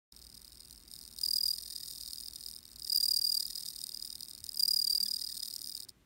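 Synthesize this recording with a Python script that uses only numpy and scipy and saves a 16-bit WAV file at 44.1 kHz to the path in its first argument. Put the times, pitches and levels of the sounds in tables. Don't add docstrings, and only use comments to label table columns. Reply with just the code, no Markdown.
import sys
import numpy as np
from scipy import signal
from scipy.fft import rfft, irfft, next_fast_len
from scipy.io import wavfile
from scipy.ndimage import uniform_filter1d

SR = 44100
rng = np.random.default_rng(int(sys.argv[2]) if len(sys.argv) > 2 else 0)


def volts_from_db(level):
    exponent = np.asarray(level, float) / 20
    return 10 ** exponent


def master(y):
    cut = np.clip(np.atleast_2d(y).T, -1, 1)
    pcm = np.round(cut * 32767)
    wavfile.write(sys.argv[1], SR, pcm.astype(np.int16))


N = 266981
SIZE = next_fast_len(N)
TIME = np.arange(N) / SR
HZ = np.fft.rfftfreq(SIZE, 1 / SR)


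def unit(x):
    return x / np.sqrt(np.mean(x ** 2))


def shape(x, response):
    return irfft(rfft(x, SIZE) * response, SIZE)[..., :N]


def mode(hz, width_hz):
    return 1j * HZ * width_hz / (hz ** 2 - HZ ** 2 + 1j * HZ * width_hz)


def above(hz, order):
    ratio = (HZ / hz) ** order
    return ratio / (1 + ratio)


def causal(gain):
    cepstrum = irfft(np.log(gain), SIZE)
    cepstrum[1:SIZE // 2] *= 2
    cepstrum[SIZE // 2 + 1:] = 0
    return np.exp(rfft(cepstrum))


def walk(rate):
    k = max(int(SR / rate), 2)
    return unit(uniform_filter1d(uniform_filter1d(rng.standard_normal(N), k), k))


# (pitch_hz, level_db per Hz)
AIR_COLOUR = [(21, -47), (35, 5), (355, -6.5), (510, -17), (565, -16), (1950, -17.5), (15300, -29.5),
              (16500, -56)]


def room():
    hz, db = np.transpose(AIR_COLOUR)
    air = shape(rng.standard_normal(N), volts_from_db(np.interp(np.log(HZ + 1), np.log(hz), db)))
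    rumble = unit(shape(rng.standard_normal(N), mode(57, 20) ** 2))
    rumble = rumble * volts_from_db(-1.5 - 11.3 * np.clip(TIME - 2.5, 0, 1))
    hum = volts_from_db(-9.5) * unit(shape(rng.standard_normal(N), mode(225, 38.6)))
    since = TIME - 5.08
    groan = np.sin(2 * np.pi * np.cumsum(205 + 200 * since) / SR)
    groan = groan * volts_from_db(2.5 + 2.9 * walk(25)) * np.exp(-(since / 0.098) ** 2)
    return volts_from_db(-66) * (unit(air) + rumble + hum + groan)


def thump():
    swell = np.exp(-((TIME - 4.425) / 0.035) ** 2)
    return volts_from_db(-58.0) * swell * np.sin(2 * np.pi * 80 * TIME)


def tank(x, t60_s, wet_db):
    count = N // 20
    tail = rng.standard_normal(count) * np.exp(-np.log(1000) * TIME[:count] / t60_s)
    return x + volts_from_db(wet_db) * signal.fftconvolve(x, tail / np.linalg.norm(tail))[:N]


# (lull_s, lead_in_s, burst_s, fade_s, afterglow_db)
PHRASES = [
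    (1.043, 1.16, 1.245, 1.519, -44),
    (2.575, 2.8, 2.913, 3.39, -44),
    (4.327, 4.423, 4.605, 5.05, -39.5),
]
BURST_REACH_MS = [9.2, 14.2, 12.8]
BEAT_S = [0.1269, 0.9169, 1.318, 1.4698, 1.7407, 2.0638, 2.3145, 2.7452, 3.096, 3.2542, 3.8457, 4.2897,
          4.3658, 4.4429, 4.7478, 4.9108, 5.4356, 5.835]


def effort(s):
    # (stroke_db, reach_ms before the wings close, catch_db, catch_length_ms)
    warm_up, flurry = (-56.5, 6, -56.5, 3.5), (-48, 5.5, -53.5, 3)
    lull, lead_in = (-55, 6.5, -53.5, 2.5), (-39.5, 4, -58, 2.5)
    fade, slack = (-28.5, 14.5, -51, 2.5), (-33, 10, -51, 7)
    step_s, flurry_s = .002, .9
    first_lull_s = PHRASES[0][0]
    knots = [(flurry_s - step_s, *warm_up), (flurry_s, *flurry), (first_lull_s - step_s, *flurry)]
    stops = [phrase[0] for phrase in PHRASES[1:]] + [BEAT_S[-1]]
    for (lull_s, lead_s, burst_s, fade_s, glow_db), reach, stop_s in zip(PHRASES, BURST_REACH_MS, stops):
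        knots += [(lull_s, *lull), (lead_s - step_s, *lull), (lead_s, *lead_in)]
        knots += [(burst_s - 0.034, -38, min(11, reach - 2), -57, 2)]
        knots += [(burst_s, -25.5, reach, *fade[2:]), (fade_s, *fade), (fade_s + 0.026, *slack)]
        knots += [(fade_s + .11, glow_db, 9, glow_db - 4.5, 8.5)]
        knots += [(stop_s - step_s, glow_db, 5.96, glow_db - 11, 0.88)]
    knots = np.array(knots).T
    return [np.interp(s, knots[0], column) for column in knots[1:]]


BEAT_COUNT = [0, 31, 47, 53, 64, 77, 87, 104, 117, 123, 146, 163, 166, 169, 180, 186, 206, 221]
# (beat_s, late_ms)
LET_GO = [(1.368, 3.5), (1.393, -3), (1.419, -2.5), (2.934, -6), (2.961, -5), (4.443, 2), (2.799, 1.5),
          (2.988, -2), (3.042, 4), (3.069, -2.5), (3.096, -2), (3.122, 1), (3.175, 3), (3.201, -4),
          (3.254, 3), (3.409, 2), (4.526, -4), (4.554, -2.5), (4.581, -2.5), (4.637, -7), (4.664, -3.5),
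          (4.692, 1), (4.72, 1.5), (4.856, -3), (4.911, 3), (4.99, -5), (5.068, -1)]
# (start_s,
# level_db)
MARKED_STROKES = [(0.9137, -43.5), (0.989, -37), (1.858, -39.5), (2.007, -39.5), (2.033, -39.5), (3.4516, -31.5),
                  (3.529, -42), (3.554, -35), (3.5808, -34), (3.658, -36), (3.684, -36), (3.8387, -31.5),
                  (3.868, -34.5), (3.944, -34), (3.9699, -38), (4.022, -33.5), (4.1007, -35.5), (4.127, -38),
                  (4.206, -34.5), (5.082, -32), (5.1104, -31), (5.243, -34.5), (5.375, -37), (5.4825, -33),
                  (5.6151, -33), (5.6721, -33.5), (5.695, -34.5), (5.7486, -32), (5.8006, -37.5), (5.8319, -39),
                  (.6035, -46), (.7085, -48), (1.1627, -46), (1.1855, -46), (1.2118, -35), (2.7955, -38),
           (2.8196, -38), (2.8455, -35), (2.869, -45), (2.8965, -30.5), (4.4405, -40), (4.4648, -35.5),
           (4.4908, -34.5), (4.5705, -31.5), (4.5944, -27.5), (5.137, -32), (5.1645, -33)]
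# (start_s, length_ms, level_db)
EXTRA = [
    (1.25, 6.9, -39),
    (2.927, 5.5, -24.5),
    (2.9584, 4.4, -20.5),
    (4.6311, 5.8, -20.5),
    (5.4312, 4.5, -36.5),
    (5.449, 3.9, -52),
    (5.848, 2.2, -50),
    (5.8871, 6.54, -51.5),
    (5.902, 1.9, -55),
]


def strokes():
    release_ms, catch_before_ms, brush_after_ms = 2.5, 15.48, 6
    beat = np.interp(np.arange(BEAT_COUNT[-1] + 1), BEAT_COUNT, BEAT_S)
    db, reach, catch_db, catch_ms = effort(beat)
    chance = rng.standard_normal((len(beat), 8)).clip(-2, 2).T
    weak = np.clip((-29 - db) / 11, .25, 1)
    start = beat - reach * (1 + .13 * weak * chance[0]) / 1000
    end = beat - (release_ms + 0.8 * chance[1]) / 1000
    brush_s = beat + (brush_after_ms + 0.58 * chance[2]) / 1000
    brush_db = np.minimum(db, -42) - 7.5 + 2.55 * chance[3]
    meet = beat - (catch_before_ms - 4.1 / catch_ms + 0.66 * chance[4]) / 1000
    catch_db = catch_db + 1.8 * chance[5]
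    catch_ms = catch_ms * (1 + .3 * chance[7])
    db = db + 2.75 * weak * chance[6]
    for s, late_ms in LET_GO:
        k = np.abs(beat - s).argmin()
        end[k] = beat[k] - (release_ms - late_ms) / 1000
    for s, level_db in MARKED_STROKES:
        k = np.searchsorted(beat, s)
        start[k], db[k] = s, level_db
    slow = catch_ms > 2.5
    scrape_ms = np.clip(1000 * (start - meet), 1, catch_ms)
    scrapes = np.transpose([meet, scrape_ms, catch_db])[slow]
    closing = np.transpose([start, np.maximum(1000 * (end - start), 1.5), db])
    rows = np.vstack([closing, scrapes, EXTRA])
    return rows[rows[:, 0].argsort()].T, (meet[~slow], catch_db[~slow]), (brush_s, brush_db)


def pressure(starts, lengths, gains, edge_s):
    on, off = np.zeros((2, N + 1))
    np.add.at(on, np.clip(starts * SR, 0, N).astype(int), gains)
    np.add.at(off, np.clip((starts + lengths) * SR, 0, N).astype(int), gains)
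    k = max(int(edge_s * SR), 1)
    held = uniform_filter1d(np.cumsum(on), k) - np.cumsum(off)
    return np.clip(uniform_filter1d(held, k)[:N], 0, 1)


def teeth(rate_hz, jitter, scatter_db):
    chance = rng.standard_normal((N // 8, 2)).T
    gap = np.clip(1 + jitter * chance[0], .1, 3) * SR / rate_hz
    place = np.clip(np.cumsum(gap), 0, N)
    size = volts_from_db(scatter_db * chance[1])
    clicks = np.zeros(N + 2)
    whole = place.astype(int)
    np.add.at(clicks, whole, size * (1 + whole - place))
    np.add.at(clicks, whole + 1, size * (place - whole))
    return clicks[:N]


WING_HZ = [3780, 4300, 4950, 5450, 7000, 8350, 9100, 10600, 11800, 13200, 14500, 15650]
# (width_hz, level_db)
WING = [(324, -8.5), (365, -9.5), (732, -3), (1260, -12.5), (498, -14), (740, -9), (740, -9), (1040, -17),
        (810, -14), (604, -14.5), (930, -13.5), (450, -10)]


def wing():
    power = volts_from_db(2 * -25)
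    for hz, (width_hz, db) in zip(WING_HZ, WING):
        power = power + volts_from_db(2 * db) * np.abs(mode(hz, width_hz)) ** 6
    return np.sqrt(power) * above(3330, order=11)


# (multiple, level_db)
RING = [(1, -0.5), (2, -23.5), (3, -19)]


def ring(push):
    ring_hz = 4838
    glide_hz = 14 * uniform_filter1d(14.5 - effort(TIME)[1], SR // 20)
    waver_hz = 28 * walk(200) + 22 * walk(25)
    phase = 2 * np.pi * np.cumsum(ring_hz + glide_hz + waver_hz) / SR
    tones = []
    for k, db in RING:
        tones.append(volts_from_db(db + 1.0 * k * walk(300)) * np.sin(k * phase + .09 * k * walk(1500)))
    drive = np.sqrt(2) * push
    main = shape(drive * tones[0], mode(ring_hz, 610) ** 2)
    return main + drive * np.abs(push / volts_from_db(-34.5)) ** .5 * sum(tones[1:])


def drag(start, hz, length, gain):
    stroke = np.clip(np.searchsorted(start, TIME) - 1, 0, None)
    since = np.clip(TIME - start[stroke], 0, length[stroke])
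    phase = 2 * np.pi * np.cumsum(hz[stroke] * (1.02 - 4 * since)) / SR
    octave = volts_from_db(11.5) * np.sin(2 * phase + 0.19 * walk(800))
    return pressure(start, length, gain, .002) * (np.sin(phase) + octave)


# (start_s, tooth_rate_hz, level_db)
SLIP = [(1.384, 1720, -71), (3.002, 1779, -68), (4.598, 1710, -73), (4.871, 1654, -74), (5.057, 1756, -62)]


def cricket():
    (start, ms, db), (catch_s, catch_db), (brush_s, brush_db) = strokes()
    length = ms / 1000
    rasp_db = db - 0.63 * np.logaddexp(0, db + 48.5) * np.clip(ms / 2 - 1, .2, 1)
    ring_gain = np.sqrt(np.clip(volts_from_db(2 * db) - volts_from_db(2 * rasp_db), 0, 1))
    strikes = teeth(4200, jitter=.4, scatter_db=2.5) * volts_from_db(3 * walk(450))
    body = wing()
    scale = volts_from_db(6.0) / np.std(shape(strikes, body))
    catches = pressure(catch_s - .0013, 0.0019, volts_from_db(catch_db + 3.0), 0.00042)
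    contact = pressure(start, length, volts_from_db(rasp_db), 0.00041) + catches
    loose_db = rasp_db - 0.73 * np.logaddexp(0, db + 37)
    loose = pressure(start, length, volts_from_db(loose_db), 0.00099) + catches
    light = pressure(brush_s - .0012, 0.0019, volts_from_db(brush_db + 4.0), 0.00049)
    lead_s = .0055
    light = light + volts_from_db(-4.0) * pressure(start - lead_s, lead_s, volts_from_db(rasp_db - 12.0), 0.0006)
    trail_gain = volts_from_db(rasp_db - 10) * np.clip(ms / 8 - .5, 0, 1)
    light = light + pressure(start + length, 0.0056, trail_gain, 0.00092)
    high = above(5650, order=10)
    rasp = shape(strikes * contact, causal(body + volts_from_db(-51)) * high)
    rasp = rasp + shape(strikes * loose, causal(body + volts_from_db(-41)) * (1 - high))
    light_body = body * (above(7800, order=6) + volts_from_db(-21.0)) + volts_from_db(-75.5)
    rasp = rasp + shape(strikes * light, causal(light_body))
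    luck = rng.standard_normal((len(ms), 2)).clip(-2, 1.5).T
    drag_hz = 1880 * (1 + .022 * luck[0])
    drag_gain = volts_from_db(db - 20.0 - 3.3 * np.logaddexp(0, db + 38.0)) * np.clip(ms / 2.26 - 2.4, 0, 1)
    slow = drag(start, drag_hz, length, drag_gain * volts_from_db(4 * luck[1] - .8))
    slip_s, slip_hz, slip_db = np.transpose(SLIP)
    slow = slow + drag(slip_s, slip_hz, 0.016 + 0 * slip_s, volts_from_db(slip_db))
    return scale * rasp + ring(pressure(start, length, ring_gain, 0.0022)) + slow


def scene():
    song = tank(cricket(), t60_s=.055, wet_db=-24)
    room_gain = volts_from_db(-2.5 * (TIME > 5.92))
    return (song + thump() + room() * room_gain)[None]


def band_limit(x):
    return signal.sosfilt(signal.butter(12, 16990, fs=SR, output="sos"), x)


TOP_HZ = (15850, 16600)


def record(dry):
    db, _, _, catch_ms = effort(TIME)
    short = catch_ms < 3.5 + 2.5 * walk(40)
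    sharp = uniform_filter1d(1. * short * (db > -47) * (db < -33), SR // 50)
    low, high = (shape(dry, 1 - above(hz, order=200)) for hz in TOP_HZ)
    cut = low + sharp * (high - low)
    opening = np.clip((TIME - 0.117) / 0.01, 0, 1) ** 2
    return band_limit(cut * opening)


dry = scene()
out = record(dry)
master(out)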